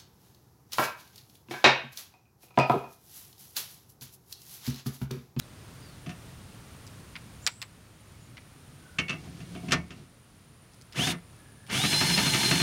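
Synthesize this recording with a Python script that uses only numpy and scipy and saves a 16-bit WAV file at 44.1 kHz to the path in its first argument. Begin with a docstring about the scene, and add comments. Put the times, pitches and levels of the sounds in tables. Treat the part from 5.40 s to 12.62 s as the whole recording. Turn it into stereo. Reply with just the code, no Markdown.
"""A cordless drill winds the screw of a trailer's stabilizer jack on a lawn, a few metres from the microphone.
Gears whine and rattle, the steel frame rumbles and the loose socket knocks in one short burst and a longer run;
before that the switch snaps and the socket clanks and scrapes as it is fitted onto the jack's nut.
Behind the work: an insect's thin trill, far birds, a distant town's rumble and soft hiss.
The microphone's limiter drops the whole level under the loudest blows and lets it creep back."""
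import sys
import numpy as np
from scipy import signal
from scipy.fft import rfft, irfft, next_fast_len
from scipy.io import wavfile
from scipy.ndimage import uniform_filter1d

SR = 44100
rng = np.random.default_rng(int(sys.argv[2]) if len(sys.argv) > 2 else 0)


def waveform_to_disk(signal):
    """Save audio, clipped to [-1, 1], as 16-bit WAV at the path in sys.argv[1]."""
    frames = np.transpose(np.atleast_2d(signal))
    scaled = np.clip(frames, -1, 1) * 32767
    samples = np.round(scaled).astype(np.int16)
    wavfile.write(sys.argv[1], SR, samples)


N = 318397
T = np.arange(N) / SR
RING = T[:SR // 2]  # half a second for every ringing part

# pulls of the trigger, the first only part way:
# (on [s], off [s], limit of motor speed before the screw's load [Hz])
TRIGGER_PULLS = [(5.522, 5.71, 307), (6.267, 7.3, 357)]
# the unloaded motor runs up towards its free speed and coasts down when let go
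FREE_HZ, SPIN_UP_S, COAST_S = 357, .0686, .03
# the screw binds once a turn: motor turns per screw turn, where it binds [turn], share of speed lost there
GEAR_RATIO, TIGHT_SPOT, SAG = 59.6, .31, .028
# gear noise at full speed; it rises steeply with speed up to the knee
GEAR_DB, KNEE_HZ, KNEE_POWER = -22.5, 209, 3.1
# the whine is this much louder at the tight spot than opposite it
LOAD_WHINE_DB = 7
# gear mesh tones: (multiple of motor speed [ratio], relative level [dB])
MESH_TONES = [(6, -18), (10, -16), (12, 0), (24, -19), (28, -21)]
# two tones against the gear noise; load takes a further 3.5 to 10.5 dB off the whine:
# (time [s], whine level before load [dB], brush tone level [dB])
TONE_LEVELS = [(5.6, -7, -24), (6.4, -9, -26), (6.5, -3, -11), (6.74, -6.5, -12.5), (6.82, -10.5, -21),
               (7.22, -3.5, -23.5)]
# rough growl of the slower gear stage: (multiple of motor speed [ratio], relative level [dB])
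SLOW_STAGE = [(2.48, 0), (5, -2), (8.3, -3), (10, -3)]
# colour of the gearbox: (frequency [Hz], relative density [dB per Hz])
GEARBOX_COLOUR = [(260, -47), (450, -14), (745, -9.5), (940, -3.5), (1090, -9), (1750, -3), (1920, -6),
                  (3400, -3), (3910, -4), (4530, -5.5), (6190, -6), (7730, -11.5), (9940, -10),
                  (11800, -18.5), (15500, -25)]
# resonances of drill and jack under load: (frequency [Hz], width [Hz], level over the gearbox colour [dB])
HOUSING_RESONANCES = [(1560, 50, -6), (1820, 34, -24), (2095, 32, 8.5), (2316, 114, 0.5), (2915, 190, 1.5),
                      (3480, 140, 0), (4270, 62, -6), (5270, 100, -18), (8670, 50, 1), (9900, 200, -25),
                      (13600, 430, -2)]
# low modes of the trailer's frame and floor: (frequency [Hz], relative level [dB], t60 [s])
FRAME_MODES = [(76.5, -9, 0.41), (130, 3.5, 0.077), (152.5, 3, 0.17), (172.5, 0, 0.28), (202.5, -0.5, 0.12),
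               (256.1, -2.5, 0.18), (292.3, -7, 0.15), (347.5, -4.5, 0.13), (398.4, -11, 0.14),
               (484, -29.5, 0.52), (655, -8, 0.16), (707, -14, 0.12), (723, -13, 0.27)]
# modes of the jack's steel leg: (frequency [Hz], relative level [dB], t60 [s])
LEG_MODES = [(1141, -9, .17), (1215, -9, .22), (1400, -2, .1), (1560, -6, .1), (1803, 0, .17),
             (1906, -13, .26), (2046, -8, .3), (2234, -8, .31), (2433, -8, .19), (2692, -11, .18),
             (2885, -10, .14), (3370, -16, .2), (4296, -22, .2), (5615, -7, .1), (6142, -9, .1)]
# modes of the socket on its shank: (frequency [Hz], relative level [dB], t60 [s])
SOCKET_MODES = [(1920, -13, .12), (2220, -7, 0.3), (2410, 0.5, 0.037), (2640, -22, 0.12), (2637, 2, 0.12),
                (2780, -8, 0.2), (2810, -7, 0.2), (3080, -5, 0.097), (3493, -5, 0.086), (4390, -10, 0.082)]
# colour of the dense steel clatter: (frequency [Hz], relative density [dB per Hz])
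STEEL_COLOUR = [(180, 2), (300, -1), (685, -7), (937, -5), (1350, 5), (1670, 1.5), (2280, 1.5),
                (4210, -2.5), (6150, -1.5), (12500, -21.5), (14000, -21), (15500, -79)]
# how long the clatter lasts: (frequency [Hz], t60 [s])
STEEL_DECAY = [(300, 0.32), (1500, 0.12), (3000, 0.094), (6000, 0.062), (12000, 0.055)]
# the loose socket flops over twice in each turn of the screw; levels at the motor's free speed:
# (place in the turn [turn], clatter [dB], frame thud [dB], socket ring [dB], dullness, cut at 1.33 times it [Hz])
SOCKET_FLOPS = [(.05, -28, -22, -32, 4000), (.522, -22.5, -18.5, -30, 4400)]
# blows of the socket while it is fitted, and jolts as the screw starts and stops:
# (time [s], clatter [dB], frame thud [dB], socket ring [dB], dullness, cut at 1.33 times it [Hz])
FITTING_BLOWS = [(0.661, -48, -31, -51.5, 4000), (.692, -43.5, -36, -49, 8000),
                 (3.585, -27, -27, -24, 6600), (3.682, -40, -43, -38, 4000), (3.694, -31, -29.5, -29, 6000),
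                 (3.728, -41.5, -31.5, -61, 2980), (3.869, -57, -37.5, -68, 2000),
                 (4.003, -49.5, -39, -54, 7000), (4.149, -45.5, -28, -47.5, 2470),
                 (4.232, -64, -31.5, -65, 2000), (4.283, -41.5, -26.5, -43, 5000),
                 (4.308, -33, -56, -37, 9000), (4.32, -12, -13, -29, 9450), (4.372, -43, -23.5, -53, 2500),
                 (4.505, -39.5, -34, -47, 5960), (5.587, -30, -17, -47, 4000),
                 (5.728, -35.5, -27.5, -58, 1300), (6.2978, -32.5, -53, -35, 3480)]
# every blow rings the leg (against its clatter) and bounces once (against the first contact)
LEG_DB, BOUNCE_S, BOUNCE_DB = -7, .011, -6.5
# switch snaps and handling ticks: (time [s], level [dB], thin below [Hz], dull above [Hz])
SWITCH_SNAPS = [(1.467, -53.5, 5000, 15000), (1.755, -40.5, 1260, 3060), (2.0655, -19, 610, 13900),
                (2.217, -32.5, 300, 15000), (2.97, -44.5, 1410, 3500), (5.335, -57, 6000, 13900),
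                (5.413, -50.5, 6000, 15000), (5.524, -44.5, 1940, 15000), (6.266, -50.5, 1985, 15000)]
# colour of the drill's plastic shell: (frequency [Hz], relative density [dB per Hz])
SHELL_COLOUR = [(120, -48), (200, -26), (414, -24), (850, -12.5), (1400, -8), (2200, -2), (3070, -4),
                (3900, -2.5), (5200, 3), (6500, -7), (7300, -3.5), (9700, -18), (13600, -21), (15500, -20)]
# how long the shell sounds: (frequency [Hz], t60 [s])
SHELL_DECAY = [(500, 0.1), (2000, 0.053), (6000, 0.014), (12000, 0.031)]
# each snap is followed by a second as the part seats
SEAT_S, SEAT_DB = .008, -0.5
# left-right difference added by ground and grass: (frequency [Hz], side level against the work [dB])
GROUND_SPREAD = [(30, -15), (100, -79), (250, -15), (1000, -19), (4000, -16.5), (12000, -14.5)]
# the insect's trill starts here and grows slowly louder and higher
INSECT_HZ, INSECT_RISE_HZ_PER_S, INSECT_DB, INSECT_SWELL_DB_PER_S = 9340, 42, -69.5, 1.49
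# far bird calls: (time [s], length [s], start [Hz], middle [Hz], end [Hz], level [dB])
BIRD_CALLS = [(0, 0.052, 4100, 3910, 3400, -60.5), (0.403, 0.17, 5100, 4500, 4040, -63.5),
              (2.009, 0.26, 6900, 7800, 7900, -54.5), (2.62, 0.097, 6500, 6840, 7300, -74),
              (2.79, .09, 7100, 6960, 6900, -65), (3.386, 0.34, 1550, 1460, 1430, -59),
              (5.935, 0.39, 1730, 1680, 1740, -61.5)]
# colour of the outdoor air: (frequency [Hz], relative density [dB per Hz])
AIR_COLOUR = [(15, -46), (25, -16), (113, 0), (148, -4), (240, -10.5), (378, -16.5), (703, -20.5),
              (826, -22), (1340, -21), (1530, -23.5), (2770, -26), (8130, -32.5), (9300, -30),
              (10100, -33.5), (15500, -39.5)]
# width of the outdoor air: (frequency [Hz], side level against the middle [dB])
AIR_WIDTH = [(60, -20), (110, -15), (200, -6), (380, 1), (700, 0.5), (1290, -4.5), (2380, -5), (4400, -5.5),
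             (8120, -6), (15000, -5)]
# mean level of the air's middle signal
AIR_DB = -48
# limiter: ceiling of the short-term level, time it averages over, speed at which the gain comes back
CEILING_DB, DETECT_S, RECOVER_DB_PER_S = -18.5, .002, 1.47
TOP_HZ = 15800  # upper limit of the recorder


def undb(db):
    """Decibels to gain."""
    return 10 ** (np.asarray(db) / 20)


def unit(x):
    """Scale to rms 1."""
    return x / np.sqrt(np.mean(x ** 2))


def curve(rows, axis=1):
    """One column of a table, joined by straight lines in time."""
    rows = np.array(rows)
    return np.interp(T, rows[:, 0], rows[:, axis])


def at_hz(points, hz):
    """Read (frequency [Hz], value) points on a log-frequency axis."""
    points = np.array(points)
    return np.interp(np.log(hz + 1e-3), np.log(points[:, 0]), points[:, 1])


def shape(x, gain):
    """Filter by a gain that is a function of frequency."""
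    size = next_fast_len(len(x))
    hz = np.arange(size // 2 + 1) * SR / size + 1e-3
    return irfft(rfft(x, size) * gain(hz), size)[:len(x)]


def resonance(f, hz, width):
    """Response of one resonance, 1 at its centre."""
    return 1 / (1 + 1j * (f * f - hz * hz) / (f * width))


def edge(x, hz, kind, order=2):
    """Butterworth low-pass or high-pass."""
    return signal.sosfilt(signal.butter(order, hz, kind, fs=SR, output="sos"), x)


def walk(rate):
    """Smooth chance with spread 1, changing about rate times a second."""
    size = max(int(SR / rate), 1)
    steps = np.repeat(rng.standard_normal(N // size + 1), size)
    return unit(uniform_filter1d(steps, size)[:N])


def add(out, s, x):
    """Mix x into out from time s on."""
    i = max(int(s * SR), 0)
    out[i:i + len(x)] += x[:max(N - i, 0)]


def blow(x):
    """Scale a decaying sound to rms 1 over its first hundredth of a second."""
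    return x / np.sqrt(np.mean(x[:SR // 100] ** 2))


def decay(t60):
    """Exponential fade by 60 dB in t60 seconds."""
    return np.exp(-np.log(1000) * RING / t60)


def modes(table):
    """Each mode's decaying sine, one a row."""
    hz, db, t60 = np.array(table).T[:, :, None]
    return undb(db) * decay(t60) * np.sin(2 * np.pi * hz * RING)


def strike(rows):
    """Every blow lands elsewhere and weights the modes anew."""
    weights = rng.choice([-1, 1], len(rows)) * undb(1.5 * rng.standard_normal(len(rows)))
    return weights @ rows / np.sqrt(np.sum(np.mean(rows[:, :SR // 100] ** 2, axis=1)))


def loose(x):
    """A part that sits loosely chatters while it rings, which smears its tones."""
    return x * (1 + .35 * walk(200)[:len(x)] + .35 * walk(800)[:len(x)])


def clatter(colour, t60s):
    """Countless short modes: noise whose bands die away each at its own rate."""
    noise = shape(rng.standard_normal(len(RING)), lambda f: undb(at_hz(colour, f)))
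    centres = np.array(t60s)[:, 0]
    out = 0
    # overlapping bands, each full at its own centre and gone at its neighbours'
    for (_, t60), share in zip(t60s, np.eye(len(t60s))):
        band = shape(noise, lambda f: at_hz(np.c_[centres, share], f))
        out = out + band * decay(t60)
    return blow(out)


def motor():
    """Speed the trigger asks for (Hz) and the angle of the screw that follows from it (turns)."""
    hz = np.zeros(N)
    for on, off, limit_hz in TRIGGER_PULLS:
        run_up = FREE_HZ * (1 - np.exp(-(np.clip(T, on, off) - on) / SPIN_UP_S))
        hz += np.minimum(run_up, limit_hz) * np.exp(-np.maximum(T - off, 0) / COAST_S)
    return hz, np.cumsum(hz) / SR / GEAR_RATIO


def housing(f):
    """Gain of the gearbox colour with the resonances of drill and jack on top."""
    peaks = sum(undb(db) * abs(resonance(f, hz, width)) ** 2 for hz, width, db in HOUSING_RESONANCES)
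    return undb(at_hz(GEARBOX_COLOUR, f)) * (1 + peaks)


def drill(tooth_scatter_db=3.0, growl_db=-12.5, growl_blur=0.32, rumble_db=-1, rumble_top_hz=470,
          flutter=.005, dull_hz=3000):
    """Gear teeth rattle the housing and sing at multiples of the motor speed; the screw shakes the frame."""
    free_hz, screw = motor()
    load = .5 + .5 * np.cos(2 * np.pi * (screw - TIGHT_SPOT))
    hz = free_hz * (1 - SAG * load)
    drive = undb(GEAR_DB) * np.tanh((hz / KNEE_HZ) ** KNEE_POWER)
    turns = np.cumsum(hz * (1 + flutter * walk(150))) / SR

    # four uneven tooth impacts a turn, each a fading scrape
    teeth = 4 * turns
    tooth_gain = undb(tooth_scatter_db * rng.standard_normal(N // 4))
    force = tooth_gain[teeth.astype(int)] * np.exp(-(teeth % 1) / 1.73)
    rattle = unit(force * rng.standard_normal(N) * undb(1.8 * walk(70)))
    # above the rattle, fan and brushes hiss evenly
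    hiss = edge(rng.standard_normal(N), 5500, "high")
    gears = unit(shape(edge(rattle, 5500, "low") + hiss, housing))
    # slow teeth meet softly, so the treble grows with speed
    pace = hz / hz.max()
    dull = shape(gears, lambda f: 1 / (1 + (f / dull_hz) ** 4))
    gears = dull + pace ** 0.85 * (gears - dull)

    whine = unit(sum(undb(db + 2.8 * walk(45) + 1.5 * walk(250)) * np.sin(2 * np.pi * k * turns)
                     for k, db in MESH_TONES))
    brush = unit(undb(3 * walk(50)) * np.sin(2 * np.pi * 14.96 * turns + .7 * walk(120)))
    whine_db = curve(TONE_LEVELS) + LOAD_WHINE_DB * (load - 1.5)
    tones = undb(whine_db) * whine + undb(curve(TONE_LEVELS, axis=2)) * brush
    # backlash lets the slower stage slip back and forth, smearing its tones
    growl = unit(sum(undb(db + 4.0 * walk(90)) * np.sin(2 * np.pi * (k * turns + growl_blur * walk(90)))
                     for k, db in SLOW_STAGE))

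    # the frame goes on humming after the motor stops
    frame = edge(modes(FRAME_MODES).sum(axis=0), rumble_top_hz, "low", order=4)
    shaking = drive * edge(rattle, 123, "high")
    rumble = signal.fftconvolve(shaking, frame / np.linalg.norm(frame))[:N]
    return drive * (gears + tones + undb(growl_db) * growl) + undb(rumble_db) * rumble


def flops(scatter_db=1.5):
    """The socket's blows as the screw turns, harder the faster it goes, as rows like FITTING_BLOWS."""
    hz, screw = motor()
    rows = []
    for turn in range(int(screw[-1]) + 1):
        for share, *levels_db, dull_hz in SOCKET_FLOPS:
            i = np.searchsorted(screw, turn + share)
            if i < N:
                force_db = 20 * np.log10(hz[i] / FREE_HZ + 1e-6) + scatter_db * rng.standard_normal()
                rows.append((i / SR, *(np.array(levels_db) + force_db), dull_hz))
    return rows


def knocks(thud_lag_s=0.0076):
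    """The socket hits and bounces: steel clatters, leg and socket ring, the frame's thud swells more slowly."""
    out = np.zeros(N)
    frame, leg, socket = modes(FRAME_MODES), modes(LEG_MODES), modes(SOCKET_MODES)
    contact = 1 - np.exp(-RING / .001)
    for s, clank_db, thud_db, socket_db, dull_hz in [*FITTING_BLOWS, *flops()]:
        for lag_s, db in (0, 0), (BOUNCE_S, BOUNCE_DB):
            clank = blow(edge(clatter(STEEL_COLOUR, STEEL_DECAY), 1.33 * dull_hz, "low"))
            steel = undb(clank_db) * (clank + undb(LEG_DB) * loose(strike(leg)))
            steel = steel + undb(socket_db) * loose(strike(socket))
            add(out, s + lag_s, undb(db) * steel * contact)
        thud = strike(frame) * (1 - np.exp(-RING / thud_lag_s))
        add(out, s, undb(thud_db) * thud)
    return out


def rubbing(start_s=3.72, stop_s=4.68, fade_s=0.043, scrape_db=-57.0, rumble_db=-44, low_hz=500, high_hz=5200):
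    """The socket is worked onto the nut: a soft uneven scrape that also sets the frame rumbling."""
    touch = np.clip(np.minimum(T - start_s, stop_s - T) / fade_s, 0, 1)
    friction = undb(2 * walk(25)) * rng.standard_normal(N)
    scrape = unit(edge(edge(friction, low_hz, "high"), high_hz, "low"))
    frame = modes(FRAME_MODES).sum(axis=0)
    rumble = unit(signal.fftconvolve(edge(friction, low_hz, "low"), frame)[:N])
    return touch * (undb(scrape_db) * scrape + undb(rumble_db) * rumble)


def clicks():
    """Dry double snaps of the drill's switch and plastic shell, as short bursts of damped noise."""
    out = np.zeros(N)
    for s, db, thin_hz, dull_hz in SWITCH_SNAPS:
        for lag_s, seat_db in (0, 0), (SEAT_S, SEAT_DB):
            snap = edge(clatter(SHELL_COLOUR, SHELL_DECAY), thin_hz, "high")
            snap = edge(snap, dull_hz, "low", order=3)
            add(out, s + lag_s, undb(db + seat_db) * blow(snap))
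    return out


def widen(x, lag_s=0.001005):
    """An early reflection from one side colours left and right differently."""
    side = shape(x, lambda f: undb(at_hz(GROUND_SPREAD, f)) * np.exp(-2j * np.pi * f * lag_s))
    return side * np.array([[1], [-1]])


def yard(x, near_db=-14, near_t60=0.14, far_db=-27, far_t60=0.42):
    """Quick scatter under the trailer and a faint tail from the fence, different on each side."""
    near = undb(near_db - 60 * RING / near_t60) / np.sqrt(near_t60)
    far = undb(far_db - 60 * RING / far_t60) / np.sqrt(far_t60)
    # the last factor gives each tail the energy its level names
    tails = edge(rng.standard_normal((2, len(RING))), 19845, "low", order=1)
    tails = tails * (near + far) * np.sqrt(2 * np.log(1000) / SR)
    return x + signal.fftconvolve(x[None], tails, axes=1)[:, :N]


def insect(stroke_hz=69, depth=0.13, width_hz=150):
    """Wing strokes excite one narrow, very high resonance."""
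    rasp = unit(shape(rng.standard_normal(N), lambda f: 1 / (1 + (f / width_hz) ** 1.56)))
    strokes = 1 + depth * np.sin(2 * np.pi * stroke_hz * T)
    hz = INSECT_HZ + INSECT_RISE_HZ_PER_S * T + 60 * walk(200)
    trill = unit(rasp * strokes * np.sin(2 * np.pi * np.cumsum(hz) / SR))
    return undb(INSECT_DB + INSECT_SWELL_DB_PER_S * T) * trill


def birds():
    """Thin gliding whistles, smeared by many echoes among the trees."""
    out = np.zeros(N)
    for s, length, start_hz, middle_hz, end_hz, db in BIRD_CALLS:
        u = np.linspace(0, 1, int(length * SR))
        glide = np.polyfit([0, .5, 1], [start_hz, middle_hz, end_hz], 2)
        whistle = np.sin(2 * np.pi * np.cumsum(np.polyval(glide, u)) / SR)
        smear = .7 + unit(edge(rng.standard_normal(len(u)), .04 * middle_hz, "low"))
        add(out, s, undb(db) * unit(np.sqrt(u * (1 - u)) * smear * whistle))
    return out


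def air():
    """Distant town rumble and soft hiss: shaped noise, with separate noise for the stereo width."""
    mid, side = (unit(shape(rng.standard_normal(N), lambda f: undb(at_hz(AIR_COLOUR, f)))) for _ in range(2))
    side = shape(side, lambda f: undb(at_hz(AIR_WIDTH, f)))
    return undb(AIR_DB + .5 * walk(5.3)) * (mid + side * np.array([[1], [-1]]))


def limiter(x):
    """The gain drops at once under a loud blow and creeps back over seconds."""
    power = uniform_filter1d(np.mean(x ** 2, axis=0), max(int(DETECT_S * SR), 1))
    over_db = np.maximum(10 * np.log10(power + 1e-12) - CEILING_DB, 0)
    recovery_db = RECOVER_DB_PER_S * T
    cut_db = np.maximum.accumulate(over_db + recovery_db) - recovery_db
    return x * undb(-cut_db)


def scene(pan_db=-1.0):
    """Work, birds and insect stand slightly right of the microphone's axis, in open air."""
    work = edge(drill() + knocks() + clicks() + rubbing(), 85, "high")
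    placed = yard(work + birds() + insect()) + widen(work)
    return placed * undb(np.array([[pan_db], [-pan_db]]) / 2) + air()


def record(dry):
    """The microphone's limiter holds down the loudest blows; a steep low-pass cuts the top."""
    return signal.sosfilt(signal.ellip(10, .2, 70, TOP_HZ, fs=SR, output="sos"), limiter(dry))


dry = scene()
out = record(dry)
waveform_to_disk(out)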